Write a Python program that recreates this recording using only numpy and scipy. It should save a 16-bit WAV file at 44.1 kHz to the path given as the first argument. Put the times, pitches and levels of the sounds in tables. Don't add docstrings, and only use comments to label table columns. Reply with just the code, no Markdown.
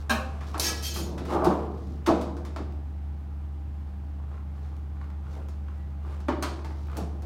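import sys
import numpy as np
from scipy import signal
from scipy.fft import rfft, irfft
from scipy.io import wavfile
from scipy.ndimage import map_coordinates

SR = 44100
rng = np.random.default_rng(int(sys.argv[2]) if len(sys.argv) > 2 else 0)


def store_pcm(level_fs):
    pcm = np.round(np.clip(level_fs, -1, 1) * 32767).astype(np.int16)
    wavfile.write(sys.argv[1], SR, np.atleast_2d(pcm).T)


N = 319725
T = np.arange(N) / SR
RING_T = T[:SR]

# pitch in Hz, ring time in seconds.
SHEET_RING_TIME = [(200, 0.68), (1000, 0.24), (4000, 0.29), (14000, 0.098)]
# pitch in Hz, ring time in seconds.
ROOM_RING_TIME = [(150, 1), (600, 0.83), (2000, 0.47), (5000, 0.61), (14000, 0.23)]
TOP_HZ = 15850

# pitch in Hz, average (rms) level in dB.
HUM = [(73.4, -34), (138, -51.5), (193.5, -53), (295.6, -61.5), (801, -66)]
# pitch in Hz, level in dB per Hz.
AIR = [(22, -99), (45, -71), (95, -65), (140, -71.5), (220, -77), (330, -79.5), (460, -93.5), (800, -86.5),
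       (1100, -95), (2000, -101), (4000, -110), (8000, -119), (15500, -120)]
AIR_SWELL_DB = 0.5

# middle in seconds, length in seconds, level in dB.
SOFT_SWELLS = [(0.01, 0.15, -51), (0.547, 0.67, -48), (1.33, 0.085, -34.5), (1.516, 0.28, -43.5),
               (1.844, 1, -58.5), (2.158, 0.16, -44), (4.346, 0.13, -58), (4.644, 0.27, -60.5),
               (5.035, 0.18, -59), (5.363, 0.22, -52), (5.763, 0.24, -59), (6.12, 0.17, -48.5),
               (6.695, 0.74, -58), (6.985, 0.16, -47.5)]
# pitch in Hz, relative level in dB.
SOFT_COLOUR = [(100, -17), (350, 8.5), (700, 3), (1200, 3.5), (1900, -5.5), (3000, -11), (5000, -18),
               (9000, -23), (15000, -32)]
REST_RUB_DB = -61
# middle in seconds, length in seconds, level in dB.
SWISHES = [(0.0, 0.078, -58.5), (0.49, 0.1, -56), (1.32, 0.18, -58), (1.85, 0.33, -67), (4.65, 0.2, -72),
           (5.34, 0.08, -64), (6.8, 0.31, -67)]
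# pitch in Hz, relative level in dB.
SWISH_COLOUR = [(1500, -15), (3800, 7.5), (5700, 5), (8500, -6), (15000, -11)]

# start in seconds, relative level in dB.
CLANKS = [(0.0955, -3.5), (0.105, 0), (0.138, -22)]
# pitch in Hz, relative level in dB.
CLANK_COLOUR = [(100, -37), (180, -13.5), (250, 6), (320, -8), (400, -11.5), (620, -5), (820, -7.5),
                (1080, 0.5), (1350, -8), (1700, 0.5), (2000, -19.5), (2500, -8), (3400, -18.5), (6000, -22),
                (15000, -29.5)]
CLATTER_T60_S = 0.2
# pitch in Hz, relative level in dB, ring time in seconds.
BRAKE = [(521.5, -7.5, 0.65), (614, -2, 0.45), (781, -6, 0.84), (1063, 7.5, 0.22), (1310, -0.5, 0.3),
         (1520, -3.5, 0.44), (1610, 2, 0.28), (1817, -6, 0.33), (2382, -9.5, 0.41), (2550, -13.5, 0.45),
         (2750, -10, 0.21), (3150, -10, 0.32), (3780, -8.5, 0.31), (4000, -13, 0.41), (4170, -8, 0.31),
         (4380, -13, 0.19), (5300, -10, 0.23), (5550, -16, 0.22), (6000, -12, 0.22), (6680, -11, 0.2),
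         (8840, -10.5, 0.16)]
BRAKE_WIDTH_SHARE = 0.0152
BRAKE_BLOOM_CYCLES = 9.4

# start in seconds, length in seconds, relative level in dB,
# brightness in dB per octave.
FLEXES = [(0.497, 0.24, -35, -0.5), (0.882, 0.4, -34.5, -6.5), (1.268, 0.26, -21.5, 1.3),
          (1.75, 0.21, -44, -13.5), (2.071, 0.044, -17.5, -0.2), (2.575, 0.04, -37, -6.5),
          (6.253, 0.387, -51, 1), (6.962, 0.059, -31.5, -2.5), (7.212, 0.06, -41, -4)]
FLEX_ATTACK_SHARE, FLEX_RELEASE_S = 0.33, 0.16
SWAY_DB, SWAY_T60_S = -8.5, 1.17
SWAY_DULLING_PER_S = 11.6
# start in seconds, relative level in dB.
FLAPS = [(1.345, -29), (1.362, -31), (1.4, -32), (1.438, -34), (1.469, -19.5), (2.082, -29), (2.104, -21),
         (2.118, -24)]
FLAP_T60_S = 0.024
# pitch in Hz, relative level in dB, ring time in seconds.
PANEL = [(190.8, -2, 0.59), (243.5, -2, 0.7), (307.5, -11, 0.89), (330.5, 3.5, 0.38), (368, -2.5, 0.42),
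         (438, -5, 0.81), (479, 0.5, 0.44), (533, -8, 0.3), (616, -1, 0.37), (667, -5, 0.57),
         (754, -12, 0.45), (792, -6, 0.51), (840, -9, 0.38), (898, -8, 0.36), (985, -5, 0.44),
         (1048, -12, 0.38), (1180, -15, 0.28)]
PANEL_WANDER_HZ, PANEL_WANDER_PER_S = 16.7, 18
# pitch in Hz, relative level in dB.
PANEL_COLOUR = [(70, -50.5), (130, -8.5), (175, 2.5), (250, -2.5), (340, 5), (440, -7.5), (540, -5),
                (630, -3), (800, -3.5), (1200, -9), (1500, -21.5), (2000, -39.5), (4000, -47), (9000, -57)]
# start in seconds, pitch in Hz, level in dB, ring time in seconds.
BOOMS = [(0.105, 250.6, -33.5, 0.12), (0.999, 191.8, -37.5, 0.32), (1.349, 350, -24.5, 0.062),
         (1.432, 360, -25.5, 0.1), (1.468, 336.7, -18, 0.06), (1.478, 180, -24.5, 0.22),
         (2.073, 345, -23, 0.24), (2.097, 614, -22.5, 0.19), (2.111, 663, -30, 0.22),
         (6.285, 280, -25.5, 0.057), (6.396, 345, -40, 0.17), (7.016, 172.9, -35, 0.21)]
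BOOM_SPILL_DB = -11.5
BOOM_ATTACK_S, BOOM_WANDER_HZ = 0.0058, 12.58
BOOM_SAG_SHARE, BOOM_SAG_S = 0.055, 0.019

# start in seconds, relative level in dB,
# brightness in dB per octave, slant from 0 (square) to 1 (glancing).
KNOCKS = [(0.405, -46, 0, 1), (0.541, -30, -3, 0.52), (0.961, -32, 1.5, 0), (1.177, -40.5, 1.5, 0.51),
          (1.252, -41, 1.5, 0.19), (1.442, -43, 5.5, 0.82), (2.061, -32, 2.5, 0.86),
          (2.212, -40, 2.5, 0.18), (2.368, -44.5, 1, 0), (2.45, -44, 2.5, 0.19), (2.562, -31, -1.5, 0.027),
          (5.486, -51, 3.5, 0), (6.204, -46.5, 1, 0), (6.646, -39, 0.5, 0.11), (6.969, -44.5, 6, 0.075),
          (7.222, -50, 3, 0)]
# pitch in Hz, relative level in dB.
KNOCK_COLOUR = [(80, -22), (200, -6), (330, 7.5), (500, -8), (650, -1), (1200, -2), (1800, -11),
                (3100, -18.5), (5000, -19), (8500, -27), (15000, -35)]
# pitch in Hz, added level in dB.
GLANCE_COLOUR = [(300, -11), (900, 4.5), (2300, 12), (6000, 4)]
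KNOCK_DB, HARDNESS_HZ = 37.5, 977
CRACK_DB, GLANCE_CRACK_DB, GLANCE_ATTACK_S = -4.5, -26, 0.0044

# start in seconds, relative level in dB.
SNAPS = [(0.579, -35), (0.597, -16), (0.826, -35), (0.962, -38)]
# pitch in Hz, relative level in dB.
SNAP_COLOUR = [(1500, -34), (3000, -12), (4500, 4.5), (7000, -4.5), (10500, -1.5), (15000, -13)]
# start in seconds, length in seconds, starting relative
# level in dB, starting brightness in dB per octave.
SCRAPES = [(0.592, 0.077, -28, 4), (0.77, 0.015, -41, -1), (0.825, 0.043, -31.5, 2),
           (0.935, 0.056, -37.5, 4.5)]
SCRAPE_ATTACK_S, SCRAPE_RELEASE_S = 0.0043, 0.32
STUTTER_DB, STUTTER_PER_S = 1, 70
SCRAPE_SWELL_DB_PER_S, SCRAPE_DULLING_PER_S = 30, 44
SCRAPE_PIVOT_HZ = 5030
# pitch in Hz, relative level in dB.
EDGE_COLOUR = [(700, 2), (1700, 4.5), (2600, -3), (3500, 0.5), (5500, -4.5), (7000, -2), (10000, -2),
               (15000, -1.5)]
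# pitch in Hz, relative level in dB.
GRIT_COLOUR = [(700, -9), (2500, -1), (5500, 3.0), (9000, -8.5), (15000, -9)]
# pitch in Hz, width in Hz, relative level in dB where
# the slide starts, relative level in dB further along the edge.
SLIDE = [(1295, 30, -8, -20), (1672, 28, -5, -20), (1935, 30, -10, -16), (2310, 30, -10, -14),
         (2585, 30, -5, -8), (3045, 40, -9, -9), (3200, 45, -13, -6), (3550, 60, -9, -8),
         (4190, 60, -7, -5), (4475, 44, -8, -4), (4670, 28, -12, -5), (4870, 50, -3, -6),
         (5080, 41, -11, -15), (5470, 45, -5, -3), (5540, 40, 0, -10), (6100, 70, -5, -11),
         (6235, 41, -6, 0), (6460, 50, -3, -4), (6935, 36, -9, -1), (7530, 70, -10, -10),
         (8045, 60, -9, -12), (8385, 80, -14, -15), (8795, 70, -11, -13), (8960, 43, -14, -13),
         (9530, 36, -14, -16), (9940, 90, -12, -10), (10400, 31, -22, -11), (10760, 70, -14, -14),
         (11800, 100, -11, -11), (12020, 44, -16, -13), (12900, 70, -20, -9), (13200, 40, -14, -10),
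         (14200, 80, -19, -15)]
SLIDE_SHIFT_S = 0.83
SLIDE_RING = 1.5
SUSTAIN_DB, SUSTAIN_T60_S = -7.5, 0.15
SUSTAIN_WAVER_SHARE = 0.445
SUSTAIN_FLICKER_DB, SUSTAIN_FLICKER_PER_S = 5, 28

# start in seconds, length in seconds, pitch in Hz, level in dB.
SHORT_TONES = [(0.659, 0.065, 1689, -47), (0.655, 0.021, 5510, -34), (0.758, 0.014, 5510, -49),
               (5.76, 0.09, 1942, -67), (6.645, 0.013, 920, -47), (6.696, 0.012, 900, -43.5)]
TONE_ATTACK_S, TONE_RELEASE_S, TONE_WAVER_HZ = 0.015, 0.052, 12.4

# start in seconds, level in dB, brightness in dB per octave.
TICKS = [(2.723, -61, 9), (4.200, -53, -3), (4.238, -56, -5), (4.315, -51.5, -5), (4.341, -54, -2),
         (4.378, -56, 2.5), (4.579, -55, -2), (4.654, -59, -1), (4.728, -54, -8), (4.766, -63, 10),
         (4.969, -55, -1.5), (5.014, -49, 1.5), (5.042, -54.5, 5.5), (5.102, -55, 4.5), (5.267, -53.5, 1.5),
         (5.683, -51.5, 1), (6.050, -52, -1), (6.591, -47.5, 1.5), (6.708, -48, -1), (6.87, -60, 9),
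         (6.885, -52, -1), (6.899, -50, 2), (6.916, -52, 6), (6.931, -48, 3), (6.951, -57, 7)]
# pitch in Hz, relative level in dB.
TICK_COLOUR = [(250, -3), (700, 14), (1200, 16), (2000, 4), (3200, -7), (5000, -17), (9000, -33),
               (15000, -36)]
TICK_T60_S, TICK_PIVOT_HZ = 0.028, 1500

DRAG_S, DRAG_LENGTH_S, DRAG_DB = 5.32, 0.13, -50
DRAG_START_HZ, DRAG_END_HZ, DRAG_WIDTH_HZ = 1060, 280, 620
DRAG_ATTACK_S, DRAG_RELEASE_S = 0.048, 0.1

# start in seconds,
# relative level in dB, brightness in dB per octave, slant from 0 (square) to 1 (glancing),
# level of the ring in dB.
LANDINGS = [(6.2834, -23, -3.5, 0.11, -26), (6.4244, -29, 2.5, 0.39, -32.5)]
# pitch in Hz, relative level in dB when the fold
# lands, relative level in dB when the edge lands, ring time in seconds.
FLANGE = [(260, 3, -16, 0.14), (345, 3, -8, 0.18), (583, 0.5, -1, 0.32), (765, -5, -17, 0.2),
          (900, 2.5, -6, 0.1), (996, -10, 0.5, 0.36), (1106, 1, 0, 0.17), (1264, -9, 2, 0.25),
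          (1380, -26, -1, 0.26), (1725, -11, -7, 0.16), (1965, -11, -14, 0.22), (2390, -15, -12, 0.14),
          (2990, -14, -18, 0.14), (4200, -27, -4, 0.19), (5250, -41, -9, 0.1), (6330, -28, -7, 0.12),
          (8900, -28, -1, 0.066), (11700, -35, -5, 0.056)]
FLANGE_WIDTH_SHARE = 0.052


def undb(db):
    return 10 ** (np.asarray(db) / 20)


def unit(x):
    return x / np.sqrt(np.sum(x ** 2))


def at_hz(hz, points):
    f, value = np.transpose(points)
    return np.interp(np.log(np.maximum(hz, 1)), np.log(f), value)


def ring(x, response):
    return signal.fftconvolve(x, response)[:len(x)]


def colour(x, points, size=4096):
    log_gain = np.log(undb(at_hz(np.fft.rfftfreq(size, 1 / SR), points)))
    cepstrum = irfft(log_gain)
    cepstrum[1:size // 2] *= 2
    cepstrum[size // 2 + 1:] = 0
    return ring(x, irfft(np.exp(rfft(cepstrum))))


def bands(x):
    centres = 125 * 2. ** np.arange(8)
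    spectrum, hz = rfft(x), np.fft.rfftfreq(len(x), 1 / SR)
    return [(c, irfft(spectrum * at_hz(hz, np.c_[centres, centres == c]), len(x))) for c in centres]


def tilt(x, slope_db, pivot_hz):
    out = 0
    for hz, band in bands(x):
        octaves = np.clip(np.log2(hz / pivot_hz), -1.5, 1.8)
        out = out + band * undb(slope_db * octaves)
    return out


def fade(t60):
    return np.exp(-np.log(1000) * RING_T / t60)


def dense(t60_points):
    noise = rng.standard_normal(SR)
    return unit(sum(band * fade(at_hz(hz, t60_points)) for hz, band in bands(noise)))


def modes(table, bloom_cycles=1e-3):
    out = 0
    for hz, db, t60 in table:
        bloom = 1 - np.exp(-np.minimum(hz * RING_T / bloom_cycles, 20))
        tone = np.sin(2 * np.pi * (hz * RING_T + rng.random()))
        out = out + undb(db) * fade(t60) * bloom * tone
    return unit(out)


def cluster(hz, width, db, t60):
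    offsets = np.linspace(-.7, .7, 5) + rng.uniform(-.12, .12, 5)
    return [(hz + k * width, db - 7 * abs(k), t60) for k in offsets]


def walk(rate):
    points, coarse = rng.standard_normal(4096), T[::16]
    return np.interp(T, coarse, map_coordinates(points, [coarse * rate], order=2, mode="mirror"))


def wavering(hz, waver_hz, rate):
    return 2 * np.pi * np.cumsum(hz + waver_hz * walk(rate)) / SR


def bend(x, depth, rate):
    return np.interp(T + depth * walk(rate), T, x)


def hiss(force, t60):
    power = ring(force ** 2, unit(fade(t60)) ** 2)
    return np.sqrt(np.maximum(power, 0)) * rng.standard_normal(N)


def blows(table):
    force = np.zeros(N)
    for s, db in table:
        force[int(s * SR)] += undb(db) * np.sqrt(SR / 50)
    return force


def slips(rate, spread_db):
    happens = rng.random(N) < rate / SR
    direction = rng.choice([-1, 1], N)
    force = happens * direction * undb(spread_db * np.clip(rng.standard_normal(N), -2, 2))
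    return force / force.std()


def stroke(s, length, attack, release):
    rise = np.clip((T - s) / attack, 0, 1)
    return rise * np.exp(-np.log(1000) * np.maximum(T - s - length, 0) / release)


def blend(strokes):
    gains, slopes = np.swapaxes(strokes, 0, 1)
    power = np.sum(gains ** 2, axis=0) + 1e-18
    return np.sqrt(power), np.sum(gains ** 2 * slopes, axis=0) / power


def swells(table):
    return sum((undb(db) * np.exp(-(2 * (T - s) / length) ** 2)) ** 2 for s, length, db in table)


def in_room(x, wet_db):
    echoes = unit(dense(ROOM_RING_TIME) * (1 - fade(0.033)))
    return x + undb(wet_db) * ring(x, echoes)


def hum():
    tones = 0
    for hz, db in HUM:
        level = np.sqrt(2) * undb(db + 0.64 * walk(6.8))
        drift = 0.15 * (hz / HUM[0][0]) * walk(2.49)
        tones = tones + level * np.sin(2 * np.pi * hz * T + drift)
    air = colour(rng.standard_normal(N), AIR) * np.sqrt(SR / 2)
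    return tones + air * undb(AIR_SWELL_DB * walk(2.56))


def soft_sounds():
    grains = in_room(colour(hiss(slips(480, spread_db=0.5), t60=0.022), SOFT_COLOUR), wet_db=-2.5)
    swish = colour(hiss(slips(900, spread_db=3.0), t60=0.022), SWISH_COLOUR)
    grain_gain = np.sqrt(undb(REST_RUB_DB) ** 2 + swells(SOFT_SWELLS))
    return grains / grains.std() * grain_gain + swish / swish.std() * np.sqrt(swells(SWISHES))


def clank():
    clatter = colour(hiss(blows(CLANKS), t60=CLATTER_T60_S), CLANK_COLOUR)
    clatter = in_room(clatter, wet_db=-4.5)
    tones = [tone for hz, db, t60 in BRAKE for tone in cluster(hz, BRAKE_WIDTH_SHARE * hz, db, t60)]
    steel = modes(tones, bloom_cycles=BRAKE_BLOOM_CYCLES)
    return undb(-11.5) * clatter + undb(-18.5) * ring(blows(CLANKS[:1]), steel)


def flex(s, length, db, brightness):
    attack = FLEX_ATTACK_SHARE * length
    held = stroke(s, length, attack, FLEX_RELEASE_S)
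    sway = undb(SWAY_DB) * stroke(s, length, attack, SWAY_T60_S)
    dulling = SWAY_DULLING_PER_S * np.clip(T - s - length, 0, SWAY_T60_S / 2)
    return undb(db) * np.maximum(held, sway), brightness - dulling


def panel_ring(force):
    rings = [undb(db) * fade(t60) * np.sin(2 * np.pi * hz * RING_T) for hz, db, t60 in PANEL]
    voices = 0
    for (hz, _, _), one in zip(PANEL, rings):
        clock = wavering(hz, PANEL_WANDER_HZ, PANEL_WANDER_PER_S) / (2 * np.pi * hz)
        voices = voices + np.interp(clock, T, ring(np.interp(T, clock, force), one))
    return voices / np.sqrt(np.sum(np.square(rings)))


def wobble():
    gain, slope_db = blend([flex(*row) for row in FLEXES])
    crackle = slips(6000, spread_db=0.5) * gain * undb(1.0 * walk(60))
    force = tilt(crackle, slope_db, pivot_hz=372.0)
    jolts = undb(BOOM_SPILL_DB) * blows([(s, db) for s, _, db, _ in BOOMS])
    flaps = hiss(undb(-0.5) * blows(FLAPS), t60=FLAP_T60_S)
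    thunder = in_room(colour(force + flaps + hiss(jolts, t60=0.079), PANEL_COLOUR), wet_db=-9)
    return bend(undb(9.5) * thunder + undb(-9) * panel_ring(force + jolts), depth=0.00029, rate=9.1)


def booms():
    out = 0
    for s, hz, db, t60 in BOOMS:
        pitch = hz * (1 + BOOM_SAG_SHARE * np.exp(-np.maximum(T - s, 0) / BOOM_SAG_S))
        tone = np.sin(wavering(pitch, BOOM_WANDER_HZ, rate=70))
        out = out + undb(db) * stroke(s, BOOM_ATTACK_S, BOOM_ATTACK_S, t60) * tone
    return in_room(np.sqrt(2) * out, wet_db=-11)


def knocks(table):
    out = np.zeros(N + SR)
    hz, square_db = np.transpose(KNOCK_COLOUR)
    for s, db, brightness, glancing in table:
        hardness = brightness * np.maximum(np.log2(hz / HARDNESS_HZ), 0)
        shape = square_db + hardness + glancing * at_hz(hz, GLANCE_COLOUR)
        crack = unit(rng.standard_normal(SR) * fade(0.011))
        crack_gain = undb(CRACK_DB + glancing * GLANCE_CRACK_DB)
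        attack = np.minimum(RING_T / max(glancing * GLANCE_ATTACK_S, 1 / SR), 1)
        hit = unit(attack * (dense(SHEET_RING_TIME) + crack_gain * crack))
        start = int(s * SR)
        out[start:start + SR] += colour(hit, np.c_[hz, shape]) * undb(db + KNOCK_DB)
    return in_room(out[:N], wet_db=-7.5)


def push(s, length, db, brightness):
    swell_db = SCRAPE_SWELL_DB_PER_S * np.clip(T - s, 0, length)
    level = undb(db + swell_db + STUTTER_DB * walk(STUTTER_PER_S))
    gain = level * stroke(s, length, SCRAPE_ATTACK_S, SCRAPE_RELEASE_S)
    return gain, brightness - SCRAPE_DULLING_PER_S * np.clip(T - s, 0, 2 * length)


def sustained(gain, slope_db, along):
    held = np.sqrt(np.maximum(ring(gain ** 2, unit(fade(SUSTAIN_T60_S)) ** 2), 0))
    tones = 0
    for hz, width, start_db, end_db in SLIDE:
        place_db = start_db + along * (end_db - start_db)
        bright_db = np.clip(slope_db, -3, 3) * np.log2(hz / SCRAPE_PIVOT_HZ)
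        flicker_db = SUSTAIN_FLICKER_DB * walk(SUSTAIN_FLICKER_PER_S)
        tone = np.sin(wavering(hz, SUSTAIN_WAVER_SHARE * width, rate=110))
        tones = tones + undb(place_db + bright_db + flicker_db) * tone
    return undb(SUSTAIN_DB) * held * tones / tones.std()


def scrape():
    gain, slope_db = blend([push(*row) for row in SCRAPES])
    catches = slips(1200, spread_db=3.5) * gain
    force = colour(tilt(catches, slope_db, pivot_hz=SCRAPE_PIVOT_HZ), EDGE_COLOUR)
    along = (T > SLIDE_SHIFT_S).astype(float)
    singing = 0
    for place, share in enumerate([1 - along, along]):
        body = []
        for hz, width, *dbs in SLIDE:
            body += cluster(hz, width, dbs[place] + 6 * np.log10(width), SLIDE_RING / np.sqrt(width))
        singing = singing + ring(force * np.sqrt(share), modes(body))
    singing = bend(singing, depth=.00001, rate=46)
    grit = colour(hiss(force, t60=.007), GRIT_COLOUR)
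    snap = colour(hiss(blows(SNAPS), t60=0.045), SNAP_COLOUR)
    rough = in_room(undb(-7) * grit + undb(-7.5) * snap, wet_db=-3.0)
    return undb(-4.5) * singing + sustained(gain, slope_db, along) + rough


def short_tones():
    tones = 0
    for s, length, hz, db in SHORT_TONES:
        gain = undb(db + 2 * walk(60)) * stroke(s, length, TONE_ATTACK_S, TONE_RELEASE_S)
        tones = tones + gain * np.sin(wavering(hz, TONE_WAVER_HZ, rate=120))
    return in_room(np.sqrt(2) * tones, wet_db=-7.5)


def ticks():
    out = np.zeros(N + SR)
    hz, shape = np.transpose(TICK_COLOUR)
    for s, db, brightness in TICKS:
        tone = np.c_[hz, shape + brightness * np.log2(hz / TICK_PIVOT_HZ)]
        crack = colour(rng.standard_normal(SR) * fade(TICK_T60_S), tone)
        start = int(s * SR)
        out[start:start + SR] += unit(crack) * undb(db) * np.sqrt(SR / 100)
    return in_room(out[:N], wet_db=-3)


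def drag():
    progress = np.clip((T - DRAG_S) / DRAG_LENGTH_S, 0, 1)
    pitch = DRAG_START_HZ * (DRAG_END_HZ / DRAG_START_HZ) ** progress
    phase = 2 * np.pi * np.cumsum(pitch) / SR
    rub = walk(DRAG_WIDTH_HZ) * np.sin(phase) + walk(DRAG_WIDTH_HZ) * np.cos(phase)
    gain = undb(DRAG_DB) * stroke(DRAG_S, DRAG_LENGTH_S, DRAG_ATTACK_S, DRAG_RELEASE_S)
    return in_room(gain * rub, wet_db=-9)


def landings():
    out = knocks([row[:4] for row in LANDINGS])
    for place, (s, *_, ring_db) in enumerate(LANDINGS):
        tones = []
        for hz, *dbs, t60 in FLANGE:
            tones += cluster(hz, FLANGE_WIDTH_SHARE * hz, dbs[place], t60)
        flange = modes(tones, bloom_cycles=1.0)
        out = out + in_room(ring(blows([(s, ring_db)]), flange), wet_db=-9)
    return out


def scene():
    background = hum() + soft_sounds()
    freeing = clank() + wobble() + booms() + knocks(KNOCKS) + scrape()
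    return (background + freeing + short_tones() + ticks() + drag() + landings())[None]


def record(dry):
    return signal.sosfilt(signal.ellip(10, .2, 80, TOP_HZ, fs=SR, output="sos"), dry)


dry = scene()
out = record(dry)
store_pcm(out)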